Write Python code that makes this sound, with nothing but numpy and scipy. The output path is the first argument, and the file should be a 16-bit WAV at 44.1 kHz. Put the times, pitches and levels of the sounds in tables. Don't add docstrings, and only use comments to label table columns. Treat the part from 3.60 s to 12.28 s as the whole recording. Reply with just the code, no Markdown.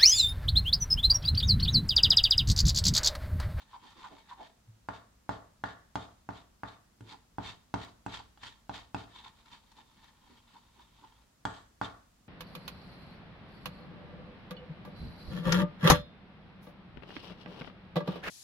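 import sys
import numpy as np
from scipy import signal
from scipy.fft import rfft, irfft, next_fast_len
from scipy.io import wavfile

SR = 44100
rng = np.random.default_rng(int(sys.argv[2]) if len(sys.argv) > 2 else 0)


def dump_mix(stems):
    frames = np.atleast_2d(stems).T
    limited = np.clip(frames, -1, 1)
    pcm = np.round(limited * 32767).astype(np.int16)
    wavfile.write(sys.argv[1], SR, pcm)


N = 382788
TIME = np.arange(N) / SR

# (f/Hz, correlation)
FLOOR_SPECTRUM = [(25, -7.5), (35, -6.5), (52, 2), (74, -9), (110, -5), (150, -10), (205, -6.5),
                  (300, -15.5), (500, -19.5), (1000, -18.5), (2000, -25), (7000, -26.5), (10500, -33),
                  (15500, -34.5)]
EAR_LIKENESS = [(60, 0.99), (150, 1), (300, 0.36), (700, 0), (1650, 0.18), (5000, 0), (15000, 0)]
FLOOR_DB = -66
# (delay/s, left gain, right gain)
NEAR_ECHOES = [(.0016, -0.42, -0.57), (.00185, 0.17, -0.041), (.0034, -.2, 0.21), (.0044, 0.018, -0.38),
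               (.0055, 0.18, -0.42), (.0061, -.3, 0.46), (0.013, -0.07, -0.063), (0.019, -0.29, -0.17),
               (0.025, 0.095, -0.035)]
# (f/Hz, level/dB, decay by 60 dB/s)
ROOM_TAIL = [(72, 11, 0.81), (145.3, -4.5, 0.58), (262, 11, 0.36), (430, 6.5, 0.48), (730, 0, 0.41),
             (1480, 1.5, 0.47), (3043, -3, 0.49), (7560, 0.5, 0.65), (16200, -4, 0.66)]
# (f/Hz, level/dB)
STANDING_WAVES = [(52, -20), (66.5, 19), (109, 21), (123, -13), (180, 13), (285, 6), (675, 5), (787, 3),
                  (1394, 6.5), (1438, 5.5)]
STANDING_WAVE_WIDTH_HZ = 6.5
# (centre t/s, length/s, peak level/dB, f/Hz)
TABLE_BUMPS = [(1.092, 0.0525, -53, 116), (3.425, 0.04, -51.5, 118.5)]
# (t/s, peak level/dB before a common trim)
STICKY_SNAPS = [(.235, -56), (.305, -55), (0.586, -54), (.701, -58), (3.546, -58.5), (4.247, -44),
                (5.93, -55), (6.118, -53.5), (6.184, -68), (6.443, -53), (7.205, -56)]
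# (f/Hz, width/Hz, level/dB)
TUB_HOLLOW = [(901, 31, 2), (970, 165, -3)]
# (centre t/s, length/s, wall level/dB, flexing wall f/Hz, base thrum level/dB), levels before a common trim
STICK_SLIPS = [(0.151, 0.035, -50, 960, -76.5), (0.25, 0.046, -61, 1000, -65.5),
               (0.385, 0.064, -64, 1090, -62.5), (0.452, 0.026, -46.5, 1015, -74),
               (0.529, 0.049, -58, 660, -59.5), (0.584, 0.016, -61.5, 945, -81),
               (0.717, 0.031, -48.5, 1027, -84), (0.809, 0.047, -49.5, 740, -62),
               (3.466, 0.05, -79, 900, -66), (3.538, 0.024, -54.5, 840, -62.5),
               (4.601, 0.018, -51.5, 940, -67), (5.573, 0.078, -66, 930, -71),
               (5.661, 0.013, -52.5, 970, -73), (5.93, 0.03, -64, 970, -77), (6.19, 0.041, -63.5, 875, -70),
               (6.65, 0.051, -70.5, 940, -79), (6.72, 0.047, -79, 950, -64.5),
               (6.956, 0.019, -56.5, 975, -74), (7.196, 0.019, -59, 940, -72),
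               (7.44, 0.026, -56, 926, -68.5)]
THRUM_HZ, THRUM_LENGTH_S, THRUM_LEAD_S = 261, 0.032, 0.00826
# (full pressure t/s, swell/s, hold/s, pressure level/dB)
GENTLE_STROKES = [(0.0, .02, 0.013, -59.5), (0.129, 0.064, 0.024, -62), (0.27, 0.059, .04, -58.5),
                  (0.418, 0.069, 0.042, -55.5), (0.571, 0.14, 0.022, -61), (0.698, 0.028, 0.011, -58.5),
                  (0.833, 0.074, 0.032, -60.5), (5.569, 0.056, 0.036, -56.5), (5.649, 0.012, 0.014, -54),
                  (5.79, 0.013, 0.013, -62.5), (5.859, 0.006, .015, -59.5), (5.926, 0.023, 0.0071, -52.5),
                  (6.113, .015, .01, -65.5), (6.181, 0.019, 0.011, -58), (6.447, 0.15, 0.035, -63.5),
                  (6.732, .15, 0.06, -65), (6.89, 0.067, 0.1, -66), (7.2, 0.08, .025, -63.5),
                  (7.372, 0.097, 0.12, -67), (7.567, .06, 0.053, -70.5)]
RUB_SWELL_DB = 9.5
# (from t/s, to t/s)
GENTLE_SPELLS = [(0, .89), (5.45, 7.64)]
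DRAG_DB = -72.5
BITE_DB, RELEASE_DB_PER_S = -41, 275
# (f/Hz, density/dB)
SCRAPE_COLOUR = [(150, -3), (550, -8), (750, -15), (1100, -3), (1500, -7.5), (2400, -3), (3500, -2.5),
                 (4500, -5.5), (5300, -11.5), (7500, -14.5), (10000, -30), (15000, -37)]
# (f/Hz, width/Hz, level/dB)
SCRAPE_RESONANCES = [(1410, 130, 2.5), (1788, 138, 5.5), (2217, 48, 3.5), (2850, 41, -18), (3210, 176, 1.5),
                     (3608, 115, 5.5), (3890, 130, -2.5), (4480, 550, -6)]
# (t/s, knock level/dB before a common trim, wall spot f/Hz, base thud level/dB,
#  edge tick level/dB before a common trim, scrape swell/s, scrape hold/s, scrape pressure level/dB)
BRISK_TURNS = [(1.2875, -25.5, 1060, -8, -20, 0.067, 0.011, -57.5),
               (1.6926, -22, 975, -5, -22.5, 0.027, .025, -55),
               (2.0387, -22, 1214, -10.5, -19.5, .02, 0.052, -56),
               (2.356, -23, 920, -2.5, -14.5, 0.046, 0.022, -56),
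               (2.6901, -27.5, 920, -2.5, -23.5, .07, 0.016, -55.5),
               (3.0343, -27.5, 1100, -7, -23.5, 0.048, 0.035, -59),
               (3.408, -44, 1230, 12.5, -4, 0.09, 0.021, -51),
               (3.784, -26, 770, 6, -23.5, 0.075, .035, -46.5),
               (4.1409, -21, 885, 2, -15.5, 0.096, 0.0025, -49),
               (4.4636, -28, 930, 2, -16, 0.08, 0.0087, -41), (4.775, -51, 1150, -9, -8, 0.055, .045, -47),
               (5.0949, -29.5, 826, 0.2, -17.5, .048, 0.037, -47),
               (5.3459, -25, 935, 1, -13.5, 0.042, 0.015, -51.5),
               (7.8532, -21.5, 1126, -6, -13.5, 0.058, 0.069, -58),
               (8.2144, -21, 1030, -5.5, -21, 0.016, 0.018, -46.5)]
# (f/Hz, width/Hz, level/dB)
WALL_MODES = [(734, 170, -1), (868, 125, 3), (1123, 160, -0.5), (1397, 136, -6.5), (1677, 125, -8)]
BASE_MODES = [(187, 258, -0.46)]
CUTOFF_HZ = 15800


def amp(db):
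    return 10 ** (np.asarray(db) / 20)


def rms_one(x):
    return x / np.sqrt(np.mean(x ** 2) + 1e-20)


def at_hz(table, hz, axis=1):
    table = np.array(table)
    return np.interp(np.log(hz), np.log(table[:, 0]), table[:, axis])


def add(out, s, sound):
    start = max(round(s * SR), 0)
    out[..., start:start + sound.shape[-1]] += sound[..., :N - start]


def resonate(x, modes):
    out = 0
    for hz, width, db in modes:
        r = np.exp(-np.pi * width / SR)
        poles = [1, -2 * r * np.cos(2 * np.pi * hz / SR), r * r]
        ring = signal.lfilter([1, 0, -1], poles, x + 1e-18)
        out = out + amp(db) * (1 - r * r) / 2 * ring
    return out


def colour(x, spectrum):
    size = next_fast_len(N)
    gain = amp(at_hz(spectrum, np.fft.rfftfreq(size, 1 / SR) + 1))
    return irfft(rfft(x, size) * gain, size)[..., :N]


def flicker(rate):
    steps = np.cumsum(rng.exponential(1, N // 50)) / rate
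    return rms_one(np.interp(TIME, steps, rng.standard_normal(N // 50)))


def stereo_bands(size):
    edges = 22 * 2 ** np.arange(0, 10, .5)
    white = rng.standard_normal((2, 2, size))
    for k, (low, high) in enumerate(zip(edges, edges[1:])):
        band = signal.butter(2, [low, high], "band", fs=SR, output="sos")
        mid, side = signal.sosfilt(band, white[k % 2])
        hz = np.sqrt(low * high)
        alike = at_hz(EAR_LIKENESS, hz)
        yield hz, np.sqrt((1 + alike) / 2) * mid + np.sqrt((1 - alike) / 2) * side * [[1], [-1]]


def floor():
    bands = sum(amp(at_hz(FLOOR_SPECTRUM, hz)) * band for hz, band in stereo_bands(N))
    return amp(FLOOR_DB) * rms_one(bands)


def room_response(build_s=0.0014, clump_db=0.5, close_db=9.0, close_s=0.0041):
    t = TIME[:SR]
    near, tail = np.zeros((2, SR)), 0
    for delay, left, right in NEAR_ECHOES:
        near[:, round(delay * SR)] += left, right
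    near = signal.sosfilt(signal.butter(1, 4000, fs=SR, output="sos"), near)
    clumps = amp(clump_db * flicker(160)[:SR])
    clumps = clumps * (1 + amp(close_db) * np.exp(-t / close_s))
    for hz, band in stereo_bands(SR):
        decay = amp(-60 * t / at_hz(ROOM_TAIL, hz, axis=2))
        fade = clumps * decay * (1 - np.exp(-t / build_s))
        tail = tail + amp(at_hz(ROOM_TAIL, hz)) * band * fade / np.linalg.norm(fade)
    modes = [(hz, STANDING_WAVE_WIDTH_HZ, db) for hz, db in STANDING_WAVES]
    return near, tail + resonate(signal.unit_impulse(SR), modes)


def in_room(x, response):
    return x + signal.fftconvolve(np.atleast_2d(x), response, axes=1)[:, :N]


def bumps():
    out = np.zeros(N)
    for s, length, db, hz in TABLE_BUMPS:
        size = round(length * SR)
        thump = np.hanning(size) * np.sin(2 * np.pi * hz * TIME[:size])
        add(out, s - length / 2, amp(db) * thump)
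    return out


def snaps(fade_s=0.003, trim_db=-1.0):
    out, t = np.zeros(N), TIME[:SR // 25]
    for s, db in STICKY_SNAPS:
        crackle = rng.standard_normal(len(t)) * np.exp(-t / fade_s)
        sound = resonate(crackle, TUB_HOLLOW + [(1900, 350, -1), (3680, 1300, -1)])
        add(out, s, amp(db + trim_db) * sound / np.abs(sound).max())
    return out


def judders(slips_per_s=115, uneven=0.2496, width_hz=160, rasp=0.043, sag_per_s=3.33, trim_db=-1.5):
    out = np.zeros(N)
    t = TIME[:SR // 5] - TIME[SR // 10]
    walls = [(s, length, db, hz) for s, length, db, hz, _ in STICK_SLIPS]
    bases = [(s - THRUM_LEAD_S, THRUM_LENGTH_S, db, THRUM_HZ) for s, *_, db in STICK_SLIPS]
    for s, length, db, hz in walls + bases:
        gaps, sizes = rng.standard_normal((2, 40))
        times = np.cumsum(np.exp(uneven * gaps)) / slips_per_s
        at = np.round((times - times[20]) * SR).astype(int) + SR // 10
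        inside = (at >= 0) & (at < len(t))
        slips = rasp * rng.standard_normal(len(t))
        slips[at[inside]] += amp(3.0 * sizes[inside])
        swell = np.exp(-(1.68 * t / length) ** 2)
        sound = resonate(slips * swell, [(hz, width_hz, 0)])
        sound = resonate(sound, [(hz, 3 * width_hz, 0)])
        sound = np.interp(t - sag_per_s * t ** 2 / 2, t, sound)
        level = amp(db + trim_db) * np.sqrt(length * SR) / np.linalg.norm(sound)
        add(out, s - TIME[SR // 10], level * sound)
    return out


def slip_rain(per_s, spread_db, alike):
    sizes = amp(spread_db * np.minimum(rng.exponential(1, (3, N)), 4))
    signs = rng.choice([-1, 1], (3, N))
    slips = sizes * signs * (rng.random((3, N)) < per_s / SR)
    return np.sqrt(alike) * slips[0] + np.sqrt(1 - alike) * slips[1:]


def stroke(full_s, swell_s, hold_s, db, climb_db):
    to_come = np.maximum(full_s - TIME, 0) / swell_s
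    released_s = np.maximum(TIME - full_s - hold_s, 0)
    return db - climb_db * to_come - RELEASE_DB_PER_S * released_s


def pressure(rebound_s=0.0099):
    level = np.full(N, -120.0)
    for start, end in GENTLE_SPELLS:
        level[(TIME >= start) & (TIME < end)] = DRAG_DB
    for s, swell_s, hold_s, db in GENTLE_STROKES:
        level = np.maximum(level, stroke(s, swell_s, hold_s, db, RUB_SWELL_DB))
    for s, knock_db, *_, swell_s, hold_s, db in BRISK_TURNS:
        scrape = stroke(s + swell_s, swell_s, hold_s, db, db - (knock_db + BITE_DB))
        level = np.where(TIME > s + rebound_s, np.maximum(level, scrape), level)
    return level


def scrapes(chatter_db=2.0, wander_db=4.0, hollow_db=-61.5, hollow_growth=0.75):
    stroke_db = pressure()
    grip = amp(chatter_db * flicker(260))
    grit = slip_rain(per_s=2500, spread_db=1.0, alike=0.32)
    rings = sum(amp(wander_db * flicker(30)) * resonate(grit, [mode]) for mode in SCRAPE_RESONANCES)
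    rasp = amp(stroke_db) * rms_one(grip * colour(grit + rings, SCRAPE_COLOUR))
    tack = slip_rain(per_s=970, spread_db=4.5, alike=0.76)
    hollow = resonate(resonate(tack, TUB_HOLLOW), [(930, 740, 0)])
    squelch_db = hollow_db + hollow_growth * (stroke_db + 56.5)
    return rasp + amp(squelch_db) * rms_one(grip * hollow)


def knocks(contact_s=.0001, wall_top_hz=1950, lean_db=56.0, tick_s=0.0021, tick_trim_db=2.0,
           trim_db=1.5, spot_db=1.56, detune=0.026):
    out = np.zeros(N)
    t = TIME[:SR // 16] - .002
    push = np.exp(-.5 * (t / contact_s) ** 2)
    push = signal.sosfilt(signal.butter(6, wall_top_hz, fs=SR, output="sos"), push)
    for s, db, hz, thud_db, edge_db, *_ in BRISK_TURNS:
        tilt_db = lean_db * np.log2(hz / 1000)
        shifts = rng.standard_normal((len(WALL_MODES), 2))
        modes = []
        for (f, width, g), (df, dg) in zip(WALL_MODES, shifts):
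            mode_db = g + tilt_db * np.log2(f / 1000) + spot_db * dg
            modes.append((f * (1 + detune * df), width, mode_db))
        wall = resonate(push, modes)
        body = wall + amp(thud_db) * resonate(push, BASE_MODES)
        bite = rng.standard_normal(len(t)) * np.exp(-np.abs(t) / tick_s) * (t > 0)
        tick = resonate(bite, [(2510, 800, 2), (3350, 1100, 0), (6900, 1500, -25)])
        tick = signal.sosfilt(signal.butter(4, 8800, fs=SR, output="sos"), tick)
        tick = tick * amp(edge_db + tick_trim_db) * np.linalg.norm(wall) / np.linalg.norm(tick)
        level = amp(db + trim_db) / np.abs(body).max()
        add(out, s - TIME[np.argmax(body)], level * (body + tick))
    return out


def scene():
    near, tail = room_response()
    struck = in_room(knocks(), near + amp(1.0) * tail)
    rubbed = in_room(judders() + snaps(), near + amp(-5.5) * tail)
    scraped = in_room(scrapes() + bumps(), amp(-11.5) * tail)
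    return struck + rubbed + scraped + floor()


def record(dry):
    return signal.sosfilt(signal.ellip(10, .1, 70, CUTOFF_HZ, fs=SR, output="sos"), dry)


dry = scene()
out = record(dry)
dump_mix(out)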